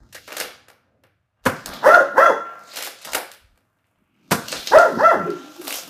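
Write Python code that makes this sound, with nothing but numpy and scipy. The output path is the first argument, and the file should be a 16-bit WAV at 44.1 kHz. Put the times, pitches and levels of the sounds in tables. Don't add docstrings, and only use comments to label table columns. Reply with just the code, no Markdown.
import sys
import numpy as np
from scipy import signal
from scipy.fft import rfft, irfft
from scipy.io import wavfile
from scipy.ndimage import uniform_filter1d

SR = 44100
rng = np.random.default_rng(int(sys.argv[2]) if len(sys.argv) > 2 else 0)


def dump(signal):
    limited = np.clip(np.atleast_2d(signal).T, -1, 1)
    pcm = np.round(limited * 32767).astype(np.int16)
    wavfile.write(sys.argv[1], SR, pcm)


def gain_from_db(level_db):
    decades = np.asarray(level_db, float) / 20
    return 10 ** decades


N = 259749
T = np.arange(N) / SR

# (t/s, level/dB, rise/s, fall/s)
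MURMURS = [(0.001, -59, .01, 0.57), (.406, -58, 0.033, 0.33), (1.04, -69.5, 0.6, 0.2),
           (1.419, -70.5, 0.066, -1.5), (1.68, -43, 0.078, 1), (3.07, -51.5, 0.023, 0.12),
           (3.6, -78, .5, 0.48), (4.03, -67, 0.1, -0.9), (4.3, -54, .2, 0), (4.532, -41, 0.099, 0.23),
           (4.7, -56, 0.033, 3), (5.88, -47, 0.056, 3)]
# (t/s, level/dB, rise/s, fall/s)
DRONE = [
    (0.001, -55, .01, 0.47),
    (.65, -68, .3, 0.17),
    (1.05, -67.5, .5, .5),
]
# (t/s, level/dB, half-width/s)
BUMPS = [(.01, -46, 0.034), (.18, -70, .12), (.43, -61, 0.054), (1.488, -50, 0.048), (1.709, -46.5, 0.046),
         (1.85, -61, 0.021), (1.93, -56, 0.019), (2.24, -49, 0.018), (2.87, -71, 0.033), (3.15, -57, .04),
         (3.45, -56, 0.025), (3.52, -59, 0.041), (4.0, -70.5, .04), (4.33, -67, 0.032), (4.45, -63, 0.026),
         (4.58, -52, 0.042), (4.76, -41, 0.031), (5.07, -45.5, 0.012), (5.302, -71, 0.073),
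         (5.631, -71, 0.036), (5.758, -64, 0.036)]
HAND_DB = -90.5
# (f/Hz, level/dB per Hz)
HISS = [(29, -51), (50, -28), (102, -9), (140, -19), (449, -42), (690, -43), (1040, -42), (1380, -43),
        (2500, -41), (4000, -48), (15000, -55)]
HISS_DB = -75

# (stop t/s, rise/s, low/dB, middle/dB, top/dB)
SLIDES = [(0.407, 0.16, -56, -20.5, -27), (1.738, -0.05, -65, -14.5, -18), (1.831, 0.34, -36, -72, -85),
          (2.75, 0.0946, -50, -32, -41), (2.871, 0.21, -32, -23.5, -31), (3.06, 0.17, -40, -29.5, -58),
          (3.152, 0.06, -51.5, -27, -19), (4.523, 0.147, -28, -20.5, -28), (4.681, 0.0543, -34, -20, -27),
          (4.8, 0.0169, -51, -21, -27), (1.456, .016, -29, -25, -30.5), (4.313, 0.0121, -28, -22, -34),
          (5.759, 0.2567, -33, -23.5, -26.5), (4.295, 0.75, -69, -81, -89.5)]
# (start t/s, fall/s, low/dB, middle/dB, top/dB)
SKIDS = [(0.002, 0.25, -50, -60, -75), (0.292, 0.4, -31.5, -92, -63), (1.558, 0.2, -58, -35, -44),
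         (1.663, 0.33, -24, -36.5, -40.5), (1.745, 2, -42, -68, -50), (2.45, 0.44, -29.5, -52, -65),
         (2.77, 0.0046, -52, -10, -13.5), (2.851, -0.2169, -55, -53, -11),
         (3.074, 0.1269, -19.5, -23, -51.5), (4.42, 4, -54, -49, -54), (4.53, 0.7, -35.5, -29, -29.5),
         (5.2, 0.5, -27, -52, -70), (5.619, 0.24, -35, -46, -31), (5.668, 0.2, -29, -25, -23),
         (3.96, -0.36, -56, -73, -90), (5.759, 0, -19, -37, -9), (5.88, 18, -38, -30, -34)]
SLIDE_STOP_S, SKID_GRIP_S = .008, .007
GRAINS_PER_S = 450

# (t/s, peak level/dB, body/dB, length/ms)
CATCHES = [(0.1253, -36, -19, 5.6), (0.1453, -30, -14, 8.3), (0.2769, -36, -2.5, 4.2),
           (0.3202, -35.5, 5, 2.4), (0.2865, -40, -3, 2), (0.305, -42, 6, 2), (0.3267, -26.5, -8.5, 1.1),
           (0.381, -25, -11, 3), (0.421, -31, -2, 3), (0.3664, -20, -11, 4.8), (0.3993, -14.5, -13.5, 3.3),
           (0.4074, -23, -4.5, 2.9), (0.683, -43, -6, 3), (0.6996, -44, -4, 2.7), (1.036, -53.5, 0.5, 2.6),
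           (2.7347, -36, -7.5, 4.3), (2.7574, -25, -16, 4.2), (2.772, -25, -8, 4), (2.785, -24, -14, 4),
           (2.834, -27, -15, 3), (2.872, -25, -8, 3), (3.152, -18, -14, 2), (2.807, -27, -8, 1.4),
           (2.823, -19, -20, 3), (2.855, -28, -10, 2.7), (2.8647, -24, -16, 1.6), (3.0145, -39, -30, 8),
           (3.047, -25.5, -14, 7.2), (3.133, -16.5, -13, 2.1), (3.1466, -13, -9.5, 4.9),
           (3.3155, -29, -30, 1.2), (3.3369, -38, -24, 1.06), (3.557, -66, -3, 2.4),
           (3.5752, -53, -12, 1.6)]
CATCH_TOP_DB = -5.5
# (t/s, peak level/dB, body/dB, top/dB, crack f/Hz)
CLAWS = [(1.6591, -18, -14.5, -4.5, 4930), (1.733, -33, -3, -24, 3500), (2.592, -50, -15, -3.5, 5500),
         (2.6364, -47.5, -14, -3, 5970), (3.787, -68, -10, -30, 1800), (3.8423, -59, -12, -25.5, 2200),
         (3.868, -74, -20, 3, 7000), (3.9569, -65, -10, -28, 2395), (4.5185, -18.5, -18, -15, 6740),
         (4.5259, -13.5, -11.5, -15, 3920), (4.6715, -13, -20, -17, 4300), (4.7853, -14, -15, -17, 5770),
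         (5.303, -32.5, -26, -10, 4500), (5.615, -39, 0.5, 3, 2480), (5.6603, -38, -11, -9.5, 3580),
         (5.672, -25, -10, -12, 2620), (5.7063, -19, -18, -4, 2440), (5.725, -21, -13.5, -1, 2700),
         (5.785, -24, -13.5, -6, 5150), (5.834, -33, -11, -10, 5000)]
CLAW_MS = 1.4
CLAW_SPREAD = 1.35
# (f/Hz, level/dB, time to fall 60 dB/s)
SHELL = [(560, -4, 0.022), (795, 5, 0.0078), (1381, 19, 0.0012), (1690, 11.5, 0.0034), (2310, 0.5, 0.0099),
         (2900, 3, 0.0022)]
# (low f/Hz, high f/Hz, added share)
HOLLOWS = [(465, 700, 0.4), (860, 1150, -0.25), (1330, 1650, 0.02), (2580, 2950, 0.34), (3700, 4100, 0.13),
           (4700, 5100, 0.15), (6460, 6900, 0.028)]

# (t/s, centre f/Hz, level/dB,
# rise/s, fall/s)
SWISHES = [(1.73, 3600, -42.5, .06, 0.46), (4.23, 2500, -70, 0.4, .5), (4.56, 3800, -33.5, 0.023, 0.22),
           (4.68, 3800, -46, .01, 0.4), (5.01, 4800, -41.5, .12, 0.2), (2.72, 4300, -45, 0.091, 0.15),
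           (2.68, 6500, -52, .04, 0.2), (2.83, 2100, -38, .15, .12), (0.41, 2800, -38, .02, .12),
           (2.195, 5500, -46, .02, .05), (4.79, 3000, -42, .08, .1), (.165, 1800, -38.5, 0.024, 0.04),
           (.684, 1670, -47, .004, 0.01), (3.118, 7300, -38, .003, .012),
           (3.053, 11000, -36.5, .003, -0.0056), (.95, 560, -66, .2, .2), (4.2, 1500, -79, .3, .4),
           (3.17, 800, -29, .02, 0.1049), (1.44, 1500, -62, .01, .1), (5.27, 2700, -51.5, .05, 0.7),
           (5.42, 3300, -49.5, 0.24, .4), (5.38, 5600, -53, .15, .3), (5.56, 6100, -56, 0.17, -9),
           (5.79, 5700, -34, 0.13, 0.05)]
SWISH_SPREAD = 1.18

# (t/s, peak level/dB, body/dB, top/dB, length/ms)
POPS = [
    (1.4545, -30.5, 1.5, 5, 1.9),
    (1.4598, -18, 5.5, -10, 5.6),
    (1.4675, -24, 2.5, 1.5, 2.95),
    (4.3095, -26.5, 0.5, 3, 2.67),
    (4.3138, -12, -4, -9, 8.9),
    (4.3225, -24.5, 7, 7.5, 2.2),
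]
# (f/Hz, level/dB, time to fall 60 dB/s)
BARREL = [(106.9, -2.5, 0.0039), (179, -1.5, 0.01503), (260, 1.5, 0.015), (400, -3, 0.0011),
          (560, -6, 0.049), (724, 1, 0.015), (1066, 12.5, 0.0057), (1475, 9.5, 0.0068), (1900, 3, 0.0035),
          (2420, -3.5, 0.0027)]

# (t/s, pitch f/Hz, level/dB, gape: lift of the
# overtones/dB)
BARKS = [
    [(1.818, 200, -45, -8), (1.84, 388.2, -22.5, 3.5), (1.87, 565, -8, -0.5), (1.905, 670, -14, 4),
     (1.955, 728, -10, 8), (1.975, 600, -16, -8.5), (1.998, 560, -38, -6), (2.007, 570, -10, -8),
     (2.035, 450, -45, -9.5)],
    [(2.13, 154.7, -40.5, -9), (2.165, 352.8, -28.5, -1), (2.182, 490, -9, 3), (2.212, 650, -15, 8),
     (2.242, 686.2, -11, 4), (2.258, 687.2, -14, 13), (2.275, 600, -19, 0.5), (2.31, 470, -17, -8),
     (2.345, 180, -55, -1)],
    [(4.705, 260, -37, -17), (4.725, 410, -17, 3.5), (4.755, 610, -7, -3), (4.8, 712, -12, -1.5),
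     (4.835, 650, -19, 0), (4.86, 496, -20, -5.5), (4.89, 381, -35, -15.5), (4.94, 226, -31, -19),
     (4.985, 225, -22, -22)],
    [(4.966, 195.5, -45, 3), (5.003, 440, -17, 4), (5.02, 560, -20, 0), (5.047, 665, -11, 3),
     (5.085, 685, -10, 1), (5.105, 645, -17, 6), (5.128, 400, -19, -1), (5.17, 220, -30, -10),
     (5.265, 143, -34, -13)],]
HOARSENESS = [
    (.26, .55),
    (.18, .4),
    (.14, .6),
    (.05, .3),
]
SLACK_ROUGH = 0.6
# (f/Hz, level/dB)
THROAT = [(150, -4), (400, -2.5), (560, 10), (700, 1), (820, 5), (980, 9.5), (1150, -5.5), (1380, 2),
          (1620, 2), (1900, -7), (2150, -34.5), (2700, -30.5), (3450, -33.5), (4700, -49), (6100, -38.5),
          (7500, -56)]
# (f/Hz, level/dB per Hz)
BREATH = [(150, -26), (500, -13), (1000, -5), (1600, -10), (1950, -6), (2400, -25), (4300, -25),
          (5200, -21.5), (6200, -24), (7200, -29), (9000, -29), (15000, -29)]
BREATH_DB, HALF_DB = -9, -9
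CLOSING_DB = 14
OVERTONE_PHASE = .7
SINUS_LOW_HZ, SINUS_HIGH_HZ, SINUS_SHARE = 2120, 2450, .85

# (start t/s, length/s, level/dB)
RASPS = [
    (1.845, 0.19, -46),
    (2.18, 0.14, -45),
    (4.725, 0.11, -63),
    (5.016, 0.18, -67),
]
RASP_FROM_HZ, RASP_TO_HZ, RASP_WIDTH_HZ = 5200, 6900, 450

# (t/s, pitch f/Hz, level/dB)
HUFFS = [
    [(5.25, 298, -29.5), (5.272, 436, -25), (5.292, 350, -24), (5.31, 290, -36), (5.35, 314, -44),
     (5.41, 260, -45), (5.45, 241.6, -64)],
    [(5.46, 307, -44), (5.5, 300.4, -47), (5.57, 355.3, -61), (5.6, 340, -32.5), (5.625, 309, -46),
     (5.68, 268, -40), (5.7, 242, -85)],
]
# (f/Hz, level/dB)
MUZZLE = [(150, 11), (350, 38), (520, -19), (900, -34), (4600, -73)]
HUFF_ROUGH = 0.15

# (f/Hz, time to fall 60 dB/s)
ROOM_T60 = [(90, 0.29), (250, 0.44), (600, 0.34), (900, 0.33), (1300, 0.44), (3000, 0.48), (6000, 0.45),
            (12000, 0.28)]
# (delay/s, level/dB)
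ECHOES = [
    (.0031, -16),
    (.0113, -8.5),
    (.0187, -20),
    (.0309, -9.5),
]
DOG_ROOM_DB, TOY_ROOM_DB, POP_ROOM_DB = -3, -1, -2
# (f/Hz, level/dB, time to fall 60 dB/s)
SYMPATHY = [(705, -70, 0.6), (1340, -66, 0.2), (1368, -65, .9), (1296, -60, 0.4), (1225, -65, .5),
            (1424, -72.5, 0.31), (1062, -61, .7), (1540, -63.5, .7), (1915, -62, .3), (1445, -72, .4),
            (2680, -50, 0.26), (3450, -54, 0.31)]
# (f/Hz, level/dB, time to fall 60 dB/s)
HIGH_RINGS = [(3375, -37, .5), (3310, -41, .3), (2710, -45, .3)]
# (t/s, level/dB, rise/s, fall/s)
MUZZLE_UP = (2.27, 0, .1, .25)

CALL, KNOCK = 20000, 8000
CUTOFF_HZ = 16350


def rms_one(x):
    return x / np.sqrt(np.mean(x ** 2) + 1e-20)


def at_hz(points, hz):
    table = np.array(points)
    return np.interp(np.log(hz), np.log(table[:, 0]), table[:, 1])


def band(x, low_hz, high_hz):
    return signal.sosfilt(signal.butter(2, [low_hz, high_hz], "band", fs=SR, output="sos"), x)


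def noise(low_hz, high_hz, size):
    once = band(rng.standard_normal(size), low_hz, high_hz)
    return rms_one(band(once, low_hz, high_hz))


def coloured(spectrum, size):
    hz = np.maximum(np.arange(size // 2 + 1) * SR / size, 20)
    white = rfft(rng.standard_normal(size))
    return rms_one(irfft(white * gain_from_db(at_hz(spectrum, hz)), size))


def ring(x, modes):
    out = 0
    for hz, level_db, t60 in modes:
        r = gain_from_db(-60 / (t60 * SR))
        w = 2 * np.pi * hz / SR
        out = out + gain_from_db(level_db) * signal.lfilter([0, np.sin(w)], [1, -2 * r * np.cos(w), r * r], x)
    return out


def swell(s, level_db, rise_s, fall_s):
    rise, fall = max(rise_s, .002), max(fall_s, .002)
    gain = np.zeros(N)
    a, b = int(max(s - 6 * rise, 0) * SR), int((s + 6 * fall) * SR)
    since = T[a:b] - s
    gain[a:b] = gain_from_db(level_db + 20 * np.where(since < 0, since / rise, -since / fall))
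    return gain


def background():
    push = gain_from_db(HAND_DB) + sum(gain_from_db(db) * np.exp(-((T - s) / width) ** 2) for s, db, width in BUMPS)
    hand = push * noise(29, 80, N)
    murmur = sum(swell(*row) for row in MURMURS) * noise(130, 360, N)
    drone = sum(swell(*row) for row in DRONE) * noise(70, 140, N)
    hiss = gain_from_db(HISS_DB) * coloured(HISS, N)
    return hand + murmur + drone + hiss


def scuffs():
    hits = rng.random(N) < GRAINS_PER_S / SR
    strength = gain_from_db(3.5 * np.minimum(rng.exponential(1, N), 3.5))
    grains = hits * strength * rng.choice([-1, 1], N)
    rub = rms_one(grains) + .7 * rng.standard_normal(N)
    rub = rub * gain_from_db(3 * noise(25, 80, N))
    parts = [rms_one(band(rub, lo, hi)) for lo, hi in [(480, 1600), (2000, 6800), (4700, 16000)]]
    strokes = [(s, rise, SLIDE_STOP_S, levels) for s, rise, *levels in SLIDES]
    strokes += [(s, SKID_GRIP_S, fall, levels) for s, fall, *levels in SKIDS]
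    gains = np.array([swell(s, -15.5, rise, fall) for s, rise, fall, _ in strokes])
    levels = gain_from_db(np.array([row[-1] for row in strokes]))
    return np.sum(levels.T @ gains * parts, axis=0)


def knocks(events, body, body_db):
    out, t = np.zeros((2, N + KNOCK)), T[:KNOCK]
    for s, level_db, low_db, top_db, ms, *crack_hz in events:
        width = ms / 1000
        burst = rng.standard_normal((3, KNOCK))
        burst = burst * np.exp(-t / width) * (1 - np.exp(-1.5 * t / width))
        click = np.sqrt(np.sum(burst ** 2, axis=1, keepdims=True)) * (t == 0)
        burst = np.stack([burst, click], axis=1)
        crack = band(burst[0], *(crack_hz or (1200, 6800)))
        parts = [crack, band(burst[1], 6000, 14000), ring(burst[2], body)]
        levels = [0, top_db + 4.0, low_db + body_db]
        a = int(s * SR)
        knock = sum(gain_from_db(db) * p / np.abs(p[0]).max() for p, db in zip(parts, levels))
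        out[:, a:a + KNOCK] += gain_from_db(level_db) * knock
    return out[:, :N]


def ticks():
    rows = [(s, db, body, CATCH_TOP_DB, ms) for s, db, body, ms in CATCHES]
    rows += [(s, db, body, top, CLAW_MS, hz / CLAW_SPREAD, hz * CLAW_SPREAD)
             for s, db, body, top, hz in CLAWS]
    return knocks(rows, SHELL, body_db=10.5)


def hollow(x):
    return x + sum(share * band(x, low_hz, high_hz) for low_hz, high_hz, share in HOLLOWS)


def swishes():
    air = rng.standard_normal(N) * gain_from_db(1.5 * noise(20, 90, N))
    out = np.zeros(N)
    for s, hz, db, rise, fall in SWISHES:
        out += swell(s, db, rise, fall) * rms_one(band(air, hz / SWISH_SPREAD, hz * SWISH_SPREAD))
    return out


def pops():
    return knocks(POPS, BARREL, body_db=10.5) * gain_from_db(np.array([[0], [POP_ROOM_DB]]))


def voice(calls, tract, breath_db):
    out = np.zeros(N)
    k = np.arange(1, 49)[:, None] / 2
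    for rows in calls:
        s, hz, level_db, rough, gape_db = np.transpose(rows)
        a = int(s[0] * SR)
        t = T[a:int(s[-1] * SR)]
        jitter = noise(8.5, 170, CALL)[:len(t)]
        shimmer = noise(30.6, 222, CALL)[:len(t)]
        breath = coloured(BREATH, CALL)[:len(t)]
        rough = np.clip(np.interp(t, s, rough), 0, 1)
        glide = uniform_filter1d(np.interp(t, s, hz), size=500, mode="nearest")
        pitch = glide * (1 + 0.065 * rough * jitter)
        phase = np.cumsum(pitch) * 2 * np.pi / SR

        gains = gain_from_db(at_hz(tract, k * pitch)) * (k * pitch < tract[-1][0])
        gape = np.interp(t, s, gape_db)
        gains *= gain_from_db(gape * np.clip(k - 1, 0, np.where(gape < 0, 3, 1)))
        shut = np.clip(-gape / CLOSING_DB, 0, 1)
        gains[::2] *= gain_from_db(HALF_DB) * rough
        gains /= np.sqrt(np.sum(gains ** 2, axis=0) / 2)

        tone = np.sum(gains * np.sin(k * phase + OVERTONE_PHASE * k ** 2), axis=0)
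        tone = tone * (1 + 1.104 * rough * shimmer)
        puffs = gain_from_db(breath_db) * (0.062 + rough) * (1 - shut)
        puffs = puffs * (1 + 0.4 * np.cos(phase)) * breath
        loudness = gain_from_db(np.interp(t, s, level_db)) * signal.windows.tukey(len(t), .06)
        out[a:a + len(t)] += loudness * (tone + puffs)
    return out


def barks():
    calls = []
    for rows, (hoarse, slack) in zip(BARKS, HOARSENESS):
        top_s, top_hz, *_ = max(rows, key=lambda row: row[1])
        call = []
        for s, hz, db, gape in rows:
            extra = slack if s < top_s else SLACK_ROUGH
            call.append((s, hz, db, hoarse + extra * (1 - hz / top_hz), gape))
        calls.append(call)
    return voice(calls, THROAT, BREATH_DB)


def rasps():
    out = np.zeros(N)
    for s, length, level_db in RASPS:
        share = np.clip((T - s) / length, 0, 1)
        hz = RASP_FROM_HZ + (RASP_TO_HZ - RASP_FROM_HZ) * share
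        carrier = np.sin(np.cumsum(hz) * 2 * np.pi / SR)
        out += gain_from_db(level_db) * np.sin(np.pi * share) ** .5 * carrier * (share < 1)
    patches = gain_from_db(3.0 * noise(15, 40, N))
    return out * noise(19, RASP_WIDTH_HZ, N) * patches


def huffs():
    calls = [[(s, hz, db, HUFF_ROUGH, 0) for s, hz, db in rows] for rows in HUFFS]
    return voice(calls, MUZZLE, breath_db=-29)


def room(direct, spread, wet_db, echo_db, low_hz):
    t = T[:SR]
    edges = 60 * 2 ** np.arange(0, 8.1, .5)
    white = rng.standard_normal((2, SR))
    tail = np.zeros(SR)
    for k, (lo, hi) in enumerate(zip(edges, edges[1:])):
        tail += band(white[k % 2], lo, hi) * gain_from_db(-60 * t / at_hz(ROOM_T60, np.sqrt(lo * hi)))
    tail *= 1 - np.exp(-t / 0.00067)
    tail = gain_from_db(wet_db) * tail / np.sqrt(np.sum(tail ** 2))
    heard = direct + signal.fftconvolve(spread, tail)[:N]
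    for s, db in ECHOES:
        delay = int(s * SR)
        heard[delay:] += gain_from_db(db + echo_db) * direct[:-delay]
    return signal.sosfilt(signal.butter(N=4, Wn=low_hz, btype="high", fs=SR, output="sos"), heard)


def scene():
    clatter = hollow(band(ticks() + scuffs(), 410, 19000))
    toy = pops() + clatter
    dog = barks() + huffs()
    dog = dog - SINUS_SHARE * band(dog, SINUS_LOW_HZ, SINUS_HIGH_HZ) + rasps()
    heard = room(dog, dog, DOG_ROOM_DB, echo_db=-2.5, low_hz=123)
    heard += ring(dog, SYMPATHY) + ring(dog * swell(*MUZZLE_UP), HIGH_RINGS)
    heard += room(*toy, TOY_ROOM_DB, echo_db=-3.0, low_hz=95.0)
    return (heard + background() + swishes())[None]


def low_pass(x):
    return signal.sosfilt(signal.butter(12, 16320, fs=SR, output="sos"), x)


def record(dry):
    x = dry / (1 + np.abs(dry) ** 8) ** (1 / 8)
    x = signal.sosfilt(signal.cheby2(8, 50, CUTOFF_HZ, fs=SR, output="sos"), x)
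    return low_pass(x)


dry = scene()
out = record(dry)
dump(out)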